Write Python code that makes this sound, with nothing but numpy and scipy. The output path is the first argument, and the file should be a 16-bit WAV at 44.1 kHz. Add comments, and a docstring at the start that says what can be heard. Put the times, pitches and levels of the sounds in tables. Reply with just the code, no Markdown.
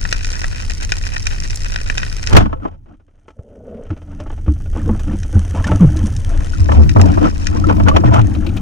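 """Spearfishing, heard by two microphones in a housing on the gun: noise bursts of shrimp crackle over a water rumble.
At 2.4 s the gun fires, a roar of rough low noise; the steady sounds sink, and from 3 s slowly return.
Line runs out, humming and rasping as fluttering noise, until it snaps taut at 3.8 s.
Then the fish tugs (low sagging tones) and hands haul: rubbing, groans, knocks that ring, bubbles that chirp.
Near 7 s the sound drops out for an instant; from 7.6 s the shrimp are further off, and last, steel clinks."""
import sys
import numpy as np
from scipy import signal
from scipy.fft import rfft, irfft, next_fast_len
from scipy.io import wavfile
from scipy.ndimage import uniform_filter1d, map_coordinates

SR = 44100
rng = np.random.default_rng(int(sys.argv[2]) if len(sys.argv) > 2 else 0)


def wav_record(signal):
    """Record a signal, one row per channel, as 16-bit PCM in the file named by sys.argv[1]."""
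    frames = np.transpose(np.atleast_2d(signal))
    bounded = np.clip(frames, -1, 1)
    # unit amplitude maps onto the largest positive 16-bit level
    quanta = np.round(bounded * 32767).astype(np.int16)
    wavfile.write(sys.argv[1], SR, quanta)


N = 379701  # length in samples

# In all spectra the level is per Hz and only its shape counts: the players below set the loudness.
# Spectrum of the bands whipping through the water: (f/Hz, level/dB)
WHIP_SPECTRUM = [(25, 4.5), (90, 11.5), (300, -10.5), (1100, -15), (2500, -26.5), (6000, -39), (15000, -69)]
# Spectrum of the line humming as it runs out: (f/Hz, level/dB)
LINE_HUM_SPECTRUM = [(110, 1), (220, 27), (330, 9.5), (470, 24.5), (660, 16.5), (950, -1.5), (2000, -42.5)]
# Spectrum of the line rasping as it runs out: (f/Hz, level/dB)
LINE_RASP_SPECTRUM = [(300, -10), (720, 12), (1400, -5.5), (2200, -23.5), (3200, -22.5), (12000, -71)]
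# the whip grows as the spear gains speed and dies once it has left
SHOT_S, WHIP_DB, WHIP_RISE_DB_PER_S, WHIP_FALL_DB_PER_S = 2.357, 4, 478, 329
# the line runs out ever louder until it snaps taut; its hum takes a moment to set in
TAUT_S, RUN_S, RUN_ONSET_S = 3.81, 0.468, 0.037
RUN_DB, RUN_RISE_DB_PER_S, RUN_FALL_DB_PER_S = -31.5, 38, 162
# the rasp grows faster than the hum
RUN_RASP_DB, RUN_RASP_RISE_DB_PER_S = -47, 54


def shot():
    """The bands whip through the water, then the line hums out, fluttering, and rasps as it gains speed."""
    rough_noise = grains(rate=500, spread_db=2.5, t60=.012, bed_db=-6)
    whip = pair(rough_noise, WHIP_SPECTRUM, WHIP_SPECTRUM, diff_db=3)
    whip_gain = amp(WHIP_DB) * crest(SHOT_S, WHIP_RISE_DB_PER_S, WHIP_FALL_DB_PER_S)

    flutter = grains(rate=300, spread_db=1.5, t60=.05, bed_db=-6)
    hum = pair(flutter, LINE_HUM_SPECTRUM, LINE_HUM_SPECTRUM, diff_db=-5)
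    onset = np.clip((clock() - (TAUT_S - RUN_S)) / RUN_ONSET_S, 0, 1)
    hum_gain = amp(RUN_DB) * crest(TAUT_S, RUN_RISE_DB_PER_S, RUN_FALL_DB_PER_S) * onset
    rasp = pair(flutter, LINE_RASP_SPECTRUM, LINE_RASP_SPECTRUM, diff_db=1)
    rasp_gain = amp(RUN_RASP_DB) * crest(TAUT_S, RUN_RASP_RISE_DB_PER_S, RUN_FALL_DB_PER_S)
    return whip_gain * whip + hum_gain * hum + rasp_gain * rasp


# Line and gloves sliding on the gun:
# (t/s, length/s, scraping level/dB before the trim below, groan level/dB)
RUB_STROKES = [(2.404, 0.089, -45, -22.5), (2.605, 0.099, -36.5, -37.5), (2.69, 0.083, -49.5, -59.5),
               (2.869, 0.096, -50.5, -47.5), (3.908, 0.035, -51, -26.5), (4.042, 0.244, -45, -40.5),
               (4.467, 0.068, -53, -21), (4.741, 0.093, -34.5, -28), (4.844, 0.12, -48, -31),
               (5.053, .123, -34, -24), (5.321, 0.084, -34, -32), (5.532, 0.093, -29, -28.5),
               (5.642, 0.14, -26.5, -20), (5.791, 0.071, -29, -17.5), (5.86, 0.25, -74, -28),
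               (6.263, 0.193, -33, -36.5), (6.692, 0.15, -26, -38), (6.947, .2, -25.5, -21),
               (7.204, 0.098, -24, -17.5), (7.533, .06, -32.5, -41), (7.683, 0.038, -17, -32),
               (7.863, 0.046, -18, -28), (7.937, 0.045, -23, -34), (8.033, 0.069, -23, -23),
               (8.106, 0.11, -17.5, -38)]
# Spectrum of the barrel's groan: (f/Hz, level/dB)
GROAN_SPECTRUM = [(90, -33), (150, -2.5), (214, 4.5), (255, -6.5), (303, 6), (370, -18.5), (700, -69)]
# Spectrum of the gun, as the sum of both microphones: (f/Hz, level/dB)
GUN_SUM_SPECTRUM = [(150, -14), (250, -2.5), (302, 0), (404, -3.5), (774, -8.5), (984, -16.5),
                    (1320, -12.5), (1560, -18), (2900, -20), (4300, -34.5), (5950, -30), (15000, -68.5)]
# Spectrum of the gun, as the difference of the microphones: (f/Hz, level/dB)
GUN_DIFF_SPECTRUM = [(150, -8.5), (300, 6), (420, -9), (570, -3.5), (660, 6), (770, -17), (1000, 1),
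                     (1150, -2), (1600, -29), (2500, -20), (4700, -38.5), (15000, -63)]
STROKE_SCRAPE_TRIM_DB = -4
# light chafing on the gun: the slack bands settle after the shot; it returns as the line comes taut
CHAFE_GROAN_DB, CHAFE_SCRAPE_DB = -47, -44.5
CHAFE_FALL_DB_PER_S, CHAFE_RETURN_S = 29.5, 1.0
# share of a stroke's energy that rings as bubbles; share by which the groan drifts, and how often
BUBBLE_SHARE, GRIP_DRIFT, GRIP_SHIFTS_PER_S = .55, .04, 12


def handling():
    """Line and gloves stick and slip on the groaning barrel, shed bubbles, and swish softly as they chafe."""
    strokes = np.zeros((2, N))
    for s, length, scrape_db, groan_db in RUB_STROKES:
        shape = signal.windows.tukey(int(max(length, .01) * SR), .5)
        add(strokes, s, amp([[scrape_db], [groan_db]]) * shape)
    stroke_scrape, stroke_groan = strokes
    _, haul_groan, haul_scrape = hauling()
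    bands_settling = crest(SHOT_S, WHIP_RISE_DB_PER_S, CHAFE_FALL_DB_PER_S)
    chafe = (clock() > SHOT_S) * (sinking(0, 0, CHAFE_RETURN_S) + bands_settling)

    # the groan's pitch drifts as the grip shifts
    groan = waver(rush(GROAN_SPECTRUM, GROAN_SPECTRUM, diff_db=3.0), GRIP_DRIFT, GRIP_SHIFTS_PER_S)
    groan_gain = stroke_groan + haul_groan + amp(CHAFE_GROAN_DB) * chafe

    slip_noise = grains(rate=300, spread_db=2.8, t60=.04, bed_db=-12)
    slips = pair(slip_noise, GUN_SUM_SPECTRUM, GUN_DIFF_SPECTRUM, diff_db=8)
    wet_scraping = np.sqrt(1 - BUBBLE_SHARE) * slips + np.sqrt(BUBBLE_SHARE) * gurgle(count=2600)
    scrape_gain = amp(STROKE_SCRAPE_TRIM_DB) * stroke_scrape + haul_scrape

    swish_noise = grains(rate=35, spread_db=2.1, t60=.08, bed_db=-13)
    swish = pair(swish_noise, GUN_SUM_SPECTRUM, GUN_DIFF_SPECTRUM, diff_db=8, tilt_db=-2)
    return groan_gain * groan + scrape_gain * wet_scraping + amp(CHAFE_SCRAPE_DB) * chafe * swish


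# Hauls that sweep the gun through the water:
# (middle t/s, length/s, wall drumming level/dB, barrel groan level/dB, scraping level/dB)
HAUL_SWELLS = [(4.891, 0.21, -16.5, -27.5, -41.5), (5.862, 1.36, -15.5, -46.5, -38.5),
               (6.817, 0.76, -10.5, -27.5, -44), (7.145, 0.5, -17, -25, -37.5),
               (7.879, 1.26, -12.5, -21.5, -33.5), (8.472, 0.81, -20.5, -25, -39)]


def hauling():
    """Gains of drumming, groan and scraping: each haul swells and ebbs smoothly."""
    out = np.zeros((3, N))
    for s, length, drum_db, groan_db, scrape_db in HAUL_SWELLS:
        swell = signal.windows.hann(int(length * SR))
        add(out, s - length / 2, amp([[drum_db], [groan_db], [scrape_db]]) * swell)
    return out


# Spear, band ends and line striking the gun:
# (t/s, level/dB that clack and ring are set against, brightness/dB per octave above 1 kHz)
GUN_KNOCKS = [(2.329, -13.5, 8), (2.366, 5, 4.5), (2.378, -7.5, -6), (2.404, -11, -2), (2.457, -18.5, -1),
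              (2.528, -16.5, -5), (2.651, -16, -8), (3.281, -28, -0.5), (3.303, -35.5, 2), (3.388, -39, -5),
              (3.903, -20.5, -0.5), (4.2, -26.5, 4), (4.261, -25, -9), (4.301, -23, -2.5), (4.479, -19, -5),
              (4.762, -18, -26), (4.891, -9.5, -11), (4.946, -22.5, -9), (4.994, -28, 8.5), (5.641, -17, 5),
              (5.668, -16.5, 6), (5.716, -8, -5), (6.689, -12.5, -8.5), (6.717, -13.5, 3.5),
              (6.79, -24, -14), (6.961, -6.5, -20), (6.994, -13, -2.5), (7.174, -10, -12), (7.227, -19, -2),
              (7.255, -11.5, -8.5), (7.719, -20, -4.5), (7.799, -13, -2), (7.883, -3, 3),
              (7.963, -0.5, 1.5), (8.036, -12.5, -14), (8.139, -16.5, 5.5)]
# What the gun rings with at every knock: (f/Hz, level/dB against the knock, before brightness and chance)
GUN_RING_MODES = [(630, -19.5), (868, -10.5), (1112, -10.5), (1308, -11), (1720, -12.5), (2370, -20),
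                  (2910, -22.5)]
# Tugs and recoil that flex the gun: (t/s, peak level/dB, middle pitch f/Hz, swell time/s)
GUN_THUMPS = [(2.325, -6, 58.3, 0.022), (3.391, -22, 88.5, 0.0044), (3.902, -14, 93, 0.011),
              (4.48, -2.5, 72.5, 0.013), (4.886, -15, 220, 0.019), (5.125, -21, 206, 0.016),
              (5.351, -1, 89, 0.012), (5.35, -13, 202.7, 0.016), (5.605, -8.5, 85.5, 0.0044),
              (5.728, -7.5, 97.9, 0.0172), (5.804, 1, 176.3, 0.017), (5.843, -2, 139, 0.011),
              (6.031, -12, 214, 0.01), (6.383, -9.5, 59.6, 0.0077), (6.599, -4, 82.4, 0.011),
              (6.772, 0.5, 75.2, 0.02), (6.851, -7, 77.7, 0.028), (6.954, -2, 92.4, 0.033),
              (7.666, -13, 303.6, 0.015), (7.809, -7, 95.5, 0.023), (8.041, -5.5, 116.9, 0.035),
              (8.179, -5, 108.7, 0.025)]
# the dry clack against the knock's level; how long the ring lasts (cycles)
CLACK_DB, RING_CYCLES = -2, 7.2
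# share by which a thump's pitch sags as the gun relaxes
THUMP_SAG = 0.22


def knocks():
    """Hard contacts clack through the gun and ring briefly; tugs flex it at a low, sagging pitch."""
    out = np.zeros((2, N))
    for s, db, tilt_db in GUN_KNOCKS:
        blow = burst(rise=.003, t60=.035, echo_db=-24, echo_t60=.13)
        clack = pair(blow, GUN_SUM_SPECTRUM, GUN_DIFF_SPECTRUM, diff_db=9.5, tilt_db=tilt_db)
        add(out, s, amp(db + CLACK_DB) * clack / np.abs(clack[0]).max())
        for hz, mode_db in GUN_RING_MODES:
            # each ring differs a little in level, pitch and sign
            brightness_db = tilt_db * np.log2(max(hz / 1000, 1))
            level_db = db + mode_db + brightness_db + rng.normal(0, 2)
            sign = rng.choice([-1, 1])
            add(out, s, sign * amp(level_db) * ring(hz * rng.normal(1, .012), RING_CYCLES))
    t = np.arange(SR // 3) / SR
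    for s, db, hz, swell in GUN_THUMPS:
        pitch = hz * (1 + THUMP_SAG * (np.exp(-t / swell / 2) - .5))
        phase = 2 * np.pi * np.cumsum(pitch) / SR
        shape = t / swell * np.exp(1 - t / swell)
        add(out, s, amp(db) * shape * np.array([np.sin(phase), np.cos(phase)]))
    return out


# Steel fittings of the line clinking: (t/s, peak level/dB before the trim below)
STEEL_CLINKS = [(8.2116, -25.5), (8.348, -25), (8.464, -17.5), (8.49, -26.5), (8.5699, -20)]
# The bright, rough colour of the steel fittings: (f/Hz, level/dB)
STEEL_SPECTRUM = [(600, -2.5), (1900, -12.5), (2550, 1.5), (3050, -7.5), (3900, -7.5), (4800, -14.5),
                  (12000, -33)]
CLINK_TRIM_DB = -0.5


def clinks():
    """Small steel fittings on the line rattle against each other: bright bursts of noise."""
    out = np.zeros((2, N))
    for s, db in STEEL_CLINKS:
        blow = burst(rise=.003, t60=.035, echo_db=-24, echo_t60=.1)
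        rattle = pair(blow, STEEL_SPECTRUM, STEEL_SPECTRUM, diff_db=2)
        add(out, s, amp(db + CLINK_TRIM_DB) * rattle / np.abs(rattle[0]).max())
    return out


# Single large bubbles breaking loose from the gun and the arms:
# (t/s, level/dB before the boost below, starting pitch f/Hz)
BUBBLE_PLOPS = [(2.558, -38, 502), (4.202, -29, 587), (4.873, -24, 456), (5.546, -29, 864),
                (5.644, -19, 1722), (5.683, -22.5, 1430), (5.697, -21, 870), (6.534, -27, 1446),
                (6.552, -34, 1330), (6.689, -23, 1693), (7.036, -25, 904), (7.086, -24.5, 718),
                (7.254, -19, 1280), (7.594, -32.5, 664), (7.64, -17.5, 1284), (7.691, -33.5, 1162),
                (7.913, -17, 1116), (8.163, -18, 1200), (8.18, -18.5, 1337)]
PLOP_BOOST_DB = 4.5
# a bubble's life (cycles) and the share by which its pitch climbs in that time
PLOP_CYCLES, PLOP_RISE = 8, .025


def plops():
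    """Each large bubble rings once with a short upward chirp."""
    out = np.zeros((2, N))
    for s, db, hz in BUBBLE_PLOPS:
        add(out, s, amp(db + PLOP_BOOST_DB) * ring(hz, PLOP_CYCLES, PLOP_RISE))
    return out


def gurgle(count):
    """Crowds of small bubbles shaken loose, each a short rising ring; their sum signal has rms 1."""
    out = np.zeros((2, N))
    for when, pitch, size, life in rng.random((count, 4)):
        bubble = ring(hz=450 * 4 ** pitch, cycles=2 + 7 * life, rise=PLOP_RISE)
        add(out, when * N / SR, amp(16 * size) * bubble)
    return out / out[0].std()


# Spectrum of eddies surging round the housing: (f/Hz, level/dB)
SURGE_SPECTRUM = [(8, -14.5), (27, 12), (50, -1), (90, -17), (500, -35), (1500, -73.5)]
# Spectrum of the housing wall drumming: (f/Hz, level/dB)
DRUM_SPECTRUM = [(30, -26.5), (62, 1), (86, 8.5), (108, -1.5), (135, -9.5), (280, -24), (700, -66.5)]
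# the shot leaves a churning wake
WAKE_DB, WAKE_FALL_DB_PER_S = -17.5, 55


def water():
    """Eddies surge round the housing and make its wall drum, more so in the shot's wake and with each haul."""
    wake = amp(WAKE_DB) * crest(SHOT_S, WHIP_RISE_DB_PER_S, WAKE_FALL_DB_PER_S)
    surge_gain = np.hypot(sinking(-21, -20.5, BASS_RETURN_S), wake)
    haul_drum, _, _ = hauling()
    drum_gain = np.hypot(sinking(-29, -23, BASS_RETURN_S), wake + haul_drum)
    eddies = pair(rng.standard_normal((2, N)), SURGE_SPECTRUM, SURGE_SPECTRUM, diff_db=-4.5)
    drumming = rush(DRUM_SPECTRUM, DRUM_SPECTRUM, diff_db=-5.5)
    return surge_gain * eddies + drum_gain * drumming


# Near shrimp: (t/s, peak level/dB, brightness/dB per octave above 1 kHz)
NEAR_SNAPS = [(0.0519, -12, -11.5), (0.1266, -2, -4), (0.2462, -15, -1.5), (0.4429, -10.5, -9.5),
              (0.92, -4.5, -5), (1.1654, -11, -8), (1.2686, -6.5, -1), (1.507, -17.5, 2),
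              (1.558, -16.5, 14), (1.7602, -8.5, -5.5), (1.8993, -6, -9.5), (1.9797, -6.5, -4.5),
              (2.031, -14, -7.5), (2.229, -15, -3.5), (2.272, -8.5, -2), (5.232, -23, 0),
              (5.9693, -23.5, 1), (6.1648, -20, 7), (6.893, -15, -2.5), (7.014, -10, 1),
              (7.469, -8.5, -1.5)]
# Spectrum of the far sizzle, as the sum of both microphones: (f/Hz, level/dB)
SIZZLE_SPECTRUM = [(300, -3), (910, -7), (1680, -5.5), (1940, 2.5), (2170, -3.5), (2550, -2), (3400, -9),
                   (3750, -4.5), (5510, -1), (9220, -11), (12900, -25.5), (14000, -63.5)]
# Spectrum of nearer shrimp, as the sum of both microphones: (f/Hz, level/dB)
SEA_SUM_SPECTRUM = [(300, -35.5), (1130, -24.5), (1490, -2), (1940, 4.5), (2170, -13), (2440, 5.5),
                    (3330, -11.5), (3730, 2), (4470, -8.5), (5530, 4), (9180, -16.5), (15000, -48.5)]
# Spectrum of all shrimp, as the difference of the microphones: (f/Hz, level/dB)
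SEA_DIFF_SPECTRUM = [(200, -8), (1450, -7.5), (2000, -10), (2500, 3), (3700, -17), (5300, 2), (6700, -8),
                     (9300, -17), (15000, -42)]
# Spectrum of the far sizzle while the image is narrow: (f/Hz, level/dB)
SEA_MONO_SPECTRUM = [(800, -32), (1700, 2.5), (2400, -7), (3100, -2.5), (4000, -12), (5100, -7.5),
                     (6100, 1.5), (7200, -7.5), (9300, -5.5), (15000, -39)]
# near the surface the shrimp on the rocks are further off
ASCENT_S, ASCENT_TAKES_S, ASCENT_LOSS_DB = 7.6, 0.17, 6


def shrimp(width):
    """Countless far snaps fuse into a sizzle; nearer ones crackle dully from the rocks or tick thinly in the open."""
    far = grains(rate=420, spread_db=4.2, t60=.011, bed_db=-8)
    sheltered = grains(rate=50, spread_db=2.0, t60=.022, bed_db=-17)
    in_open = grains(rate=35, spread_db=2.8, t60=.007, bed_db=-17)
    sizzle = pair(far, SIZZLE_SPECTRUM, SEA_DIFF_SPECTRUM, diff_db=-4.0)
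    crackle = pair(sheltered, SEA_SUM_SPECTRUM, SEA_DIFF_SPECTRUM, diff_db=5.5, tilt_db=-6.5)
    ticks = pair(in_open, SEA_SUM_SPECTRUM, SEA_DIFF_SPECTRUM, diff_db=6.5, tilt_db=4.5)
    out = width * (amp(3.5) * sizzle + amp(3.0) * crackle + amp(-2.0) * ticks)
    # as the stereo image narrows, a mono sizzle takes over
    mono_sizzle = pair(far, SEA_MONO_SPECTRUM, SEA_MONO_SPECTRUM, 0)[0]
    out[0] += amp(5.0) * np.sqrt(np.abs(1 - width ** 2)) * mono_sizzle
    risen = np.clip((clock() - ASCENT_S) / ASCENT_TAKES_S, 0, 1)
    out *= sinking(-42.5, -49, TREBLE_RETURN_S) * amp(-ASCENT_LOSS_DB * risen)
    for s, db, tilt_db in NEAR_SNAPS:
        crack = burst(rise=.0001, t60=0.014, echo_db=-20, echo_t60=0.08)
        snap = pair(crack, SEA_SUM_SPECTRUM, SEA_DIFF_SPECTRUM, diff_db=1.0, tilt_db=tilt_db)
        add(out, s, amp(db) * snap / np.abs(snap[0]).max())
    return out


# after the shot steady sounds sink, stay down, then come back, the bass sooner than the treble
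SINK_DB, SINK_TIME_S, RETURN_AT_S = 37, .07, 3.05
BASS_RETURN_S, TREBLE_RETURN_S, RETURN_EASE = 1.69, 2.61, 1.24


def sinking(waiting_db, swimming_db, return_s):
    """Gain of a steady sound: it sinks at the shot and eases back, from lying in wait to swimming."""
    sunk = 1 - np.exp(-np.maximum(clock() - SHOT_S, 0) / SINK_TIME_S)
    still_down = np.clip(1 - (clock() - RETURN_AT_S) / return_s, 0, 1) ** RETURN_EASE
    return amp(waiting_db + sunk * (swimming_db - waiting_db - SINK_DB * still_down))


def crest(s, rise_db_per_s, fall_db_per_s):
    """A gain that climbs to 1 at time s and dies away."""
    t = clock() - s
    return amp(np.minimum(rise_db_per_s * t, -fall_db_per_s * t))


def ring(hz, cycles, rise=0):
    """A brief ring as (sum, difference) of the microphones; its pitch climbs by the share rise per life."""
    lives = np.arange(int(4 * cycles * SR / hz)) * hz / SR / cycles
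    phase = 2 * np.pi * cycles * lives * (1 + rise * lives / 2)
    shape = (1 - np.exp(-6 * lives)) * np.exp(-lives)
    return shape * np.array([np.sin(phase), np.sqrt(2900 / hz) * np.cos(phase)])


def burst(rise, t60, echo_db, echo_t60):
    """A blow scattered into a quick decay and a weaker, longer one (times in seconds)."""
    t = np.arange(SR // 5) / SR
    decay = amp(-60 * t / t60) + amp(echo_db - 60 * t / echo_t60)
    return (1 - np.exp(-t / rise)) * decay * rng.standard_normal((2, len(t)))


def grains(rate, spread_db, t60, bed_db):
    """Random short bursts (rate per second), a few large and many small, over a smooth bed."""
    starts = rng.random(N) < rate / SR
    sizes = amp(spread_db * np.minimum(rng.exponential(size=N), 5)) * starts
    t = np.arange(SR // 10) / SR
    power = np.abs(signal.fftconvolve(sizes ** 2, amp(-60 * t / t60) ** 2)[:N])
    return np.sqrt(power / power.mean() + amp(bed_db) ** 2) * rng.standard_normal((2, N))


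def rush(common, apart, diff_db):
    """Turbulent noise coloured by a spectrum, its slow swells evened out."""
    x = pair(rng.standard_normal((2, N)), common, apart, 0)
    power = np.abs(uniform_filter1d(x ** 2, size=SR // 8, axis=-1))
    return x / np.sqrt(power + 1e-6) * amp([[0], [diff_db]])


def waver(x, share, rate):
    """The pitch of a sound drifts at random by about a share, some times a second."""
    drift = map_coordinates(rng.standard_normal(int(N / SR * rate) + 2), [clock() * rate])
    place = np.cumsum(1 + share * drift) % N
    return np.array([np.interp(place, np.arange(N), channel) for channel in x])


def pair(drive, common, apart, diff_db, tilt_db=0):
    """Sum (rms 1) and difference of two close microphones; the direct part of the difference leads by 1/4 cycle."""
    n = drive.shape[-1]
    m = 2 * next_fast_len(n // 2 + 2048, True)
    direct, diffuse = rfft(drive, m)
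    first = response(common, m, tilt_db)
    second = first if apart is common else response(apart, m, tilt_db)
    spectra = [direct * first, (1j * direct + 2.0 * diffuse) * second]
    return unit(irfft(spectra, m)[:, :n]) * amp([[0], [diff_db]])


# The housing's own resonances: (f/Hz, width/Hz, level/dB over the rest)
HOUSING_MODES = [(886.4, 7.9, 5.5), (1103, 24, -1.5), (1318, 21, 7), (1473, 73, 7), (3115, 85, 6)]


def response(points, m, tilt_db=0):
    """Causal filter for a spectrum on an FFT of length m, tilted per octave above 1 kHz, with housing resonances."""
    size = 2 ** 14
    hz = np.fft.rfftfreq(size, 1 / SR) + 1
    f, db = np.transpose(points)
    level = np.interp(np.log(hz), np.log(f), db) + tilt_db * np.log2(np.maximum(hz / 1000, 1))
    level += sum(peak_db / (1 + (2 * (hz - centre) / width) ** 2) for centre, width, peak_db in HOUSING_MODES)
    # folding the cepstrum puts the filter's energy as early as possible
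    cepstrum = irfft(np.log(amp(np.maximum(level, -100))))
    cepstrum[1:size // 2] *= 2
    cepstrum[size // 2 + 1:] = 0
    return rfft(irfft(np.exp(rfft(cepstrum))), m)


def amp(db):
    """Decibels to a plain factor."""
    return 10 ** (np.asarray(db) / 20)


def unit(x):
    """Each channel at rms 1."""
    return x / np.sqrt(np.mean(x ** 2, axis=-1, keepdims=True) + 1e-20)


def clock():
    """Time of each sample in seconds."""
    return np.arange(N) / SR


def curves(rows):
    """One value per sample for each column after the time."""
    s, *cols = np.transpose(rows)
    return [np.interp(clock(), s, c) for c in cols]


def add(track, s, sound):
    """Mix a sound in at time s."""
    part = track[:, round(s * SR):][:, :sound.shape[-1]]
    part += sound[..., :part.shape[-1]]


# The stereo image folds to mono and opens again: (t/s, width level/dB, lean to the left 0-1)
STEREO_WIDTH = [(2.65, 0, .07), (3.2, -15, 0), (4, -50, 0), (5.95, -50, 0), (6.15, -15, 0), (6.6, 0, .35),
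                (8.15, 0, .35), (8.6, -11, .2)]


def scene():
    """All sources as sum and difference, opened into left and right."""
    width_db, lean = curves(STEREO_WIDTH)
    width = np.minimum(amp(width_db), 1)
    common, apart = shot() + handling() + knocks() + clinks() + plops() + water() + shrimp(width)
    return np.array([common * (1 + lean) + width * apart, common * (1 - lean) - width * apart])


# all sound drops out for an instant
GAP_MIDDLE_S, GAP_HALF_S = 6.945, .005
TOP_HZ = 15940  # band limit


def record(dry):
    """The sound drops out once; loud peaks flatten at full scale; nothing passes above the band limit."""
    clipped = dry / (1 + np.abs(dry) ** 8) ** (1 / 8)
    gap = 1 - np.exp(-((clock() - GAP_MIDDLE_S) / GAP_HALF_S) ** 2)
    in_band = np.fft.rfftfreq(N, 1 / SR) < TOP_HZ
    return irfft(rfft(clipped * gap) * in_band, N)


dry = scene()
out = record(dry)
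wav_record(out)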